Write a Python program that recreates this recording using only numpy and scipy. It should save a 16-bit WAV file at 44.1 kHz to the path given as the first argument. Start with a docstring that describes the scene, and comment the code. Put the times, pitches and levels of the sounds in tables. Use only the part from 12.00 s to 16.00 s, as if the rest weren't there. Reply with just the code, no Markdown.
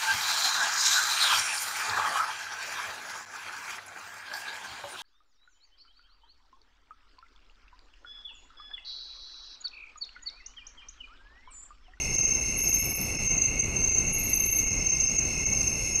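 """Near crickets chirp in a forest at night, each wing stroke ringing one brief, sagging note.
Further crickets swell and ebb, a higher one answers, a lone one trills lower and rests, two low
choruses drone, and a small high cricket chirps far off. Twice a katydid rasps nine very high, rising
strokes, its scraper exciting the wing tooth by tooth. Trunks and leaves scatter the calls into
reverberation. The whole background of soft air rumble, hiss and drone drops briefly now and then."""
import sys
import numpy as np
from scipy import signal
from scipy.fft import rfft, irfft, next_fast_len
from scipy.io import wavfile
from scipy.ndimage import map_coordinates

SR = 44100
rng = np.random.default_rng(int(sys.argv[2]) if len(sys.argv) > 2 else 0)


def wav_record(signal):
    """Record a signal, one row per channel, as 16-bit PCM in the file named by sys.argv[1]."""
    frames = np.transpose(np.atleast_2d(signal))
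    bounded = np.clip(frames, -1, 1)
    # unit amplitude maps onto the largest positive 16-bit level
    quanta = np.round(bounded * 32767).astype(np.int16)
    wavfile.write(sys.argv[1], SR, quanta)


N = 176400

# Wing strokes of the near crickets: peak_s, level_db
NEAR_STROKES = [(.15, -22), (.188, -19.5), (.216, -17.5), (.254, -18.5), (.288, -20.5), (.321, -22),
                (.354, -22.5), (.677, -22), (.746, -21), (1.278, -18.5), (1.315, -19.5), (1.345, -20.5),
                (1.382, -21.5), (1.42, -16.5), (1.456, -18), (1.601, -19.5), (1.771, -22.5), (1.81, -21),
                (1.844, -21), (1.877, -20), (1.915, -20.5), (1.95, -18), (1.985, -18.5), (2.007, -29),
                (2.081, -21), (2.336, -19.5), (2.37, -24), (2.406, -20.5), (2.442, -19), (2.496, -21),
                (2.531, -20.5), (2.565, -20), (2.869, -18), (2.901, -20.5), (2.935, -22), (2.969, -23.5),
                (3.006, -18), (3.042, -18.5), (3.079, -20), (3.19, -18.5), (3.232, -20), (3.467, -21.5),
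                (3.497, -23.5), (3.532, -21), (3.571, -20.5), (3.607, -20), (3.678, -21), (3.958, -19.5),
                (3.993, -19)]
# Further crickets: pitch_hz, strokes_per_s, level_db
NEIGHBOURS = [(6488, 35, -39), (6340, 28.4, -36), (6290, 23, -42)]
# Swell of the chorus, taken relative to its mean: time_s, level_db
CHORUS_SWELL = [(0, -35.5), (.25, -34), (.47, -34), (.8, -30.5), (.97, -39), (1.2, -36.5), (1.37, -35),
                (1.7, -39), (1.87, -32), (2.28, -37.5), (2.6, -30.5), (2.82, -35), (3.17, -35),
                (3.3, -35.5), (3.57, -33), (3.8, -37), (4, -36.5)]
# Chirps of the answering cricket: middle_s
ANSWERS = [.25, .73, 1.35, 2.18, 2.67, 3.12, 3.55, 3.92]
# Trills of the lone cricket: start_s, end_s
TRILLS = [(-.2, 1.394), (2.64, 4.2)]
# Katydid phrases: start_s, stroke_period_s, level_db
RASPS = [(0.5667, .0542, -38), (2.1233, .0541, -37.5)]
# Faint, brief, blurred tones: middle_s, length_s, pitch_hz, level_db
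FAINT_TONES = [(1.685, 0.11, 7160, -53), (1.986, 0.19, 7100, -50)]
# Loudness contours: time_s, level_db
SMALL_CRICKET_LEVEL = [(0, -71), (1.15, -54), (1.45, -52.5), (1.76, -50), (1.9, -72), (3.08, -51),
                       (3.4, -57)]
SIZZLE_LEVEL = [(0, -53), (.4, -54.5), (1.1, -46), (1.35, -66), (2.1, -57), (2.65, -51.5), (2.85, -65),
                (3.3, -61), (3.7, -49), (4, -51)]
# Brief drops in the level of the whole background: middle_s
DIPS = [0.172, .22, 0.262, 0.627, 0.712, .812, .942, .968, 1.18, 1.287, 1.458, 1.619, 1.902, 1.943, 2.133,
        2.482, 2.517, 2.652, 2.697, 2.905, 3.078, 3.176, 3.455]
# Noise spectra: frequency_hz, relative_db
SCRAPE_BAND = [(8800, -64), (9700, 6.5), (10400, -9), (11000, 17), (12150, -2), (12450, -33), (13000, -52)]  # friction of the katydid's scraper
FAR_CHORUS_BAND = [(5000, -71), (5950, -21), (6130, 0), (6230, 14), (6330, 16), (6480, 7.5), (6620, -4),
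                   (6750, 1), (7000, -36), (7400, -71)]
LOWER_DRONE_BAND = [(1700, -71), (1950, -24), (2050, -3), (2130, -3.5), (2200, 1), (2280, -6), (2370, -22),
                    (2600, -64)]
UPPER_DRONE_BAND = [(2150, -57), (2400, -13.5), (2520, -4.5), (2620, -1), (2740, -4.5), (2850, -8),
                    (3000, -20.5), (3300, -69)]
SIZZLE_BAND = [(8500, -42), (9400, 4), (9900, 12), (10900, 16), (11600, 14), (12200, -43), (13000, -42)]  # far katydids
HAZE_BAND = [(1200, -38), (1900, -13), (3000, -17.5), (3350, -12.5), (3800, -10.5), (4150, -2), (4450, 0),
             (4800, -16.5), (5200, 0.5), (5800, 3), (6500, 6), (7200, -30), (7800, -3.5), (8200, -9),
             (8600, -3), (9100, -14), (11000, -9), (12500, -15), (14000, -23)]  # distant insects
AIR_BAND = [(12, -22), (20, 1.5), (54, 0), (121, -4), (370, -12.5), (1850, -31.5), (2400, -27),
            (4070, -120)]


def near_crickets(pitch_hz=6319, scatter_hz=12.3, sag_hz_per_s=4500, rise_s=.0046, fall_s=.0058):
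    """Wing resonance: each stroke swells and fades on one sagging note; the undergrowth smears it."""
    out = np.zeros(N + SR)
    t = np.arange(-SR // 40, SR // 40) / SR  # time from the stroke's peak
    envelope = np.exp(-.5 * (t / np.where(t < 0, rise_s, fall_s)) ** 2)
    for peak_s, level_db in NEAR_STROKES:
        detune, phase = rng.standard_normal(2)
        turns = (pitch_hz + scatter_hz * detune - .5 * sag_hz_per_s * t) * t + phase
        start = round((peak_s + t[0]) * SR)
        out[start:start + len(t)] += amp(level_db) * envelope * np.sin(2 * np.pi * turns)
    return forest(out[:N], wet_db=-4.5, t60_s=.35)


def further_cricket(pitch_hz, strokes_per_s):
    """Diffuse field: at a distance, a trill's scattered sound outweighs its direct sound."""
    cycle = stroke_cycle(strokes_per_s, unsteady=.0502)
    song = trill(pitch_hz, cycle, sag_hz=62.6, drift_hz=14)
    return unit(forest(song, wet_db=6, t60_s=.24))


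def chorus():
    """Superposition: a few crickets swell and ebb together; many far ones merge into a band of noise."""
    swell_db = curve(CHORUS_SWELL)
    swell_db -= swell_db.mean()
    voices = sum(amp(db) * further_cricket(hz, rate) for hz, rate, db in NEIGHBOURS)
    blur = amp(-37 + .5 * swell_db) * noise(FAR_CHORUS_BAND)
    return amp(swell_db) * voices + blur


def answering_cricket(chirp_s=.26):
    """Amplitude gating: a slightly higher trill sounds in flat-topped chirps."""
    chirping = sum(np.exp(-(2 * (clock() - middle_s) / chirp_s) ** 4) for middle_s in ANSWERS)
    return amp(-35) * chirping * further_cricket(pitch_hz=6563, strokes_per_s=29)


def lone_cricket(rise_s=.06, fall_s=.23):
    """Reverberation fills the gaps between strokes, so a distant trill flutters; it rests once."""
    t = clock()
    singing = sum(ramp((t - start) / rise_s, (end - t) / fall_s) for start, end in TRILLS)
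    cycle = stroke_cycle(34.2, unsteady=.045)
    song = singing * trill(5372 + 8 * wobble(120), cycle, sag_hz=40, drift_hz=9.7)
    return amp(-46.5) * unit(forest(song, wet_db=2, t60_s=.43))


def katydid(stroke_s=.03, low_hz=11000, sweep_hz=1250, first_flat_hz=593, leaf_loss_db=-3):
    """Stridulation: tooth clicks sweep upward and hook over; leaves reflect the lower notes best."""
    direct, reflected, t = np.zeros(N), np.zeros(N), clock()
    for start_s, period_s, level_db in RASPS:
        index = np.clip(np.floor((t - start_s) / period_s), 0, 8)  # nine strokes
        first = index == 0  # the opening stroke is flatter and softer
        progress = np.clip((t - start_s - index * period_s) / stroke_s, 0, 1)
        envelope = ramp(progress / .22, (1 - progress) / .084)
        speed = (1 - np.abs(1 - progress / .82)) ** 1.5  # peaks 82% through the stroke
        pitch_hz = low_hz + sweep_hz * speed - first_flat_hz * first * (1 - .5 * speed)
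        accent_db = speed - .5 - 1.5 * first  # loudest as the wings close
        rasp = np.sqrt(2) * teeth(pitch_hz, speed) + amp(-10) * noise(SCRAPE_BAND)
        stroke = amp(level_db + accent_db) * envelope * rasp
        direct += stroke
        reflected += stroke * amp(leaf_loss_db * speed)
    echo = forest(reflected, wet_db=0, t60_s=.25) - reflected
    return low_pass(direct + echo, cutoff_hz=12620)


def teeth(pitch_hz, speed, base_teeth_per_s=290, scatter_db=2, scatter_turns=.25):
    """Impulse excitation: each tooth caught rings the wing anew, sooner as the scraper speeds up."""
    teeth_per_s = base_teeth_per_s * (1 + .6 * speed) * amp(wobble(200))
    passed = np.cumsum(teeth_per_s) / SR
    size, slip = rng.standard_normal((N // 20, 2))[passed.astype(int)].T  # one pair per tooth
    ring = .25 + np.sin(np.pi * (passed % 1) ** .8)
    turns = np.cumsum(pitch_hz) / SR + scatter_turns * slip
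    return unit(amp(scatter_db * size) * ring * np.sin(2 * np.pi * turns))


def tree_crickets(band, pitch_hz, sag_hz, strokes_per_s, singer_db, blur_db):
    """Synchrony: one regular low trill echoes through the trees; a blur of many throbs in step."""
    cycle = stroke_cycle(strokes_per_s, unsteady=.004)
    song = trill(pitch_hz, cycle, sag_hz, drift_hz=25)
    singer = unit(forest(song, wet_db=4, t60_s=.31))
    throb = 1 - .1 * np.cos(2 * np.pi * cycle)
    blur = unit(throb * noise(band))
    return amp(.8 * wobble(9)) * (amp(singer_db) * singer + amp(blur_db) * blur)


def faint_tones():
    """Spectral broadening: two faint, brief, blurred tones sound near 7.1 kHz."""
    return sum(amp(db) * np.exp(-(2 * (clock() - middle_s) / length_s) ** 2) * blurred_tone(hz)
               for middle_s, length_s, hz, db in FAINT_TONES)


def small_cricket(pitch_hz=8720, first_s=.042, period_s=.1565):
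    """Periodic modulation: a far, high note pulses in even chirps, louder at times."""
    chirping = np.cos(np.pi * (clock() - first_s) / period_s) ** 2
    return amp(curve(SMALL_CRICKET_LEVEL)) * chirping * blurred_tone(pitch_hz)


def background():
    """Incoherent addition: rumbling air, insect haze and far katydids sum as bands of noise."""
    air = amp(-35.5 + 1.4 * wobble(15)) * noise(AIR_BAND)
    haze = amp(-45 + 1.65 * wobble(20)) * noise(HAZE_BAND)
    sizzle = amp(curve(SIZZLE_LEVEL) + wobble(23.96)) * noise(SIZZLE_BAND)
    return air + haze + sizzle


def forest(x, wet_db, t60_s):
    """Scattering: trunks and leaves add an exponentially decaying tail to the direct sound."""
    t = np.arange(SR // 2) / SR
    tail = rng.standard_normal(len(t)) * np.exp(-np.log(1000) * t / t60_s)
    return x + amp(wet_db) * signal.fftconvolve(x, tail / np.linalg.norm(tail))[:N]


def trill(pitch_hz, cycle, sag_hz, drift_hz):
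    """Amplitude and frequency modulation: each wing stroke is a pulse that falls in pitch."""
    pulses = np.sin(np.pi * cycle) ** 4
    return unit(pulses * tone(pitch_hz + drift_hz * wobble(25) - sag_hz * (cycle - .5)))


def stroke_cycle(strokes_per_s, unsteady):
    """Phase of the wing stroke, 0-1: the integral of a wavering rate."""
    rate = strokes_per_s * (1 + unsteady * wobble(5))
    return (np.cumsum(rate) / SR + rng.random()) % 1


def blurred_tone(pitch_hz):
    """Random modulation spreads a tone into a narrow band."""
    return wobble(250) * tone(pitch_hz + 60 * wobble(220))


def tone(pitch_hz):
    """A sine whose phase is the integral of its frequency."""
    return np.sin(2 * np.pi * (np.cumsum(pitch_hz) / SR + rng.random()))


def noise(band):
    """Spectral shaping: white noise filtered to a band, at rms 1."""
    size = next_fast_len(N + 8192)
    hz, db = np.transpose(band)
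    gain = amp(np.interp(np.log(np.fft.rfftfreq(size, 1 / SR) + 1), np.log(hz), db))
    return unit(irfft(rfft(rng.standard_normal(size)) * gain, size)[:N])


def low_pass(x, cutoff_hz, order=70):
    """A Butterworth magnitude response, falling steeply above the cutoff."""
    size = next_fast_len(N + 8192)
    loss = np.hypot(1, (np.fft.rfftfreq(size, 1 / SR) / cutoff_hz) ** order)
    return irfft(rfft(x, size) / loss, size)[:N]


def wobble(knots_per_s):
    """Spline interpolation through random knots."""
    knots = rng.standard_normal(int(N * knots_per_s / SR) + 4)
    return map_coordinates(knots, [clock() * knots_per_s])


def curve(rows):
    """Linear interpolation through rows of time_s, value."""
    return np.interp(clock(), *np.transpose(rows))


def ramp(rising, falling):
    """A trapezoidal envelope, 0-1."""
    return np.clip(np.minimum(rising, falling), 0, 1)


def clock():
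    """Sample times in seconds."""
    return np.arange(N) / SR


def amp(db):
    """Decibels to amplitude ratio."""
    return 10 ** (np.asarray(db) / 20)


def unit(x):
    """Normalisation to rms 1."""
    return x / np.sqrt(np.mean(x ** 2) + 1e-20)


def scene():
    """Superposition of all sources; rumble, hiss and, less so, the drone drop briefly in level."""
    dip = sum(np.exp(-.5 * ((clock() - middle_s) / .005) ** 2) for middle_s in DIPS)
    drone = tree_crickets(LOWER_DRONE_BAND, pitch_hz=2165.5, sag_hz=311, strokes_per_s=33.5,
                          singer_db=-46.5, blur_db=-46)
    drone += tree_crickets(UPPER_DRONE_BAND, pitch_hz=2670.5, sag_hz=472, strokes_per_s=39,
                           singer_db=-41.5, blur_db=-43.5)
    bed = amp(-13.5 * dip) * background() + amp(-3 * dip) * drone
    crickets = near_crickets() + chorus() + answering_cricket() + lone_cricket()
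    return (crickets + katydid() + faint_tones() + small_cricket() + bed)[None]


def record(dry, top_hz=14000):
    """Band limiting: an ideal low-pass removes everything above top_hz."""
    size = next_fast_len(N + 8192)
    passband = np.fft.rfftfreq(size, 1 / SR) < top_hz
    return irfft(rfft(dry, size) * passband, size)[:, :N]


dry = scene()
out = record(dry)
wav_record(out)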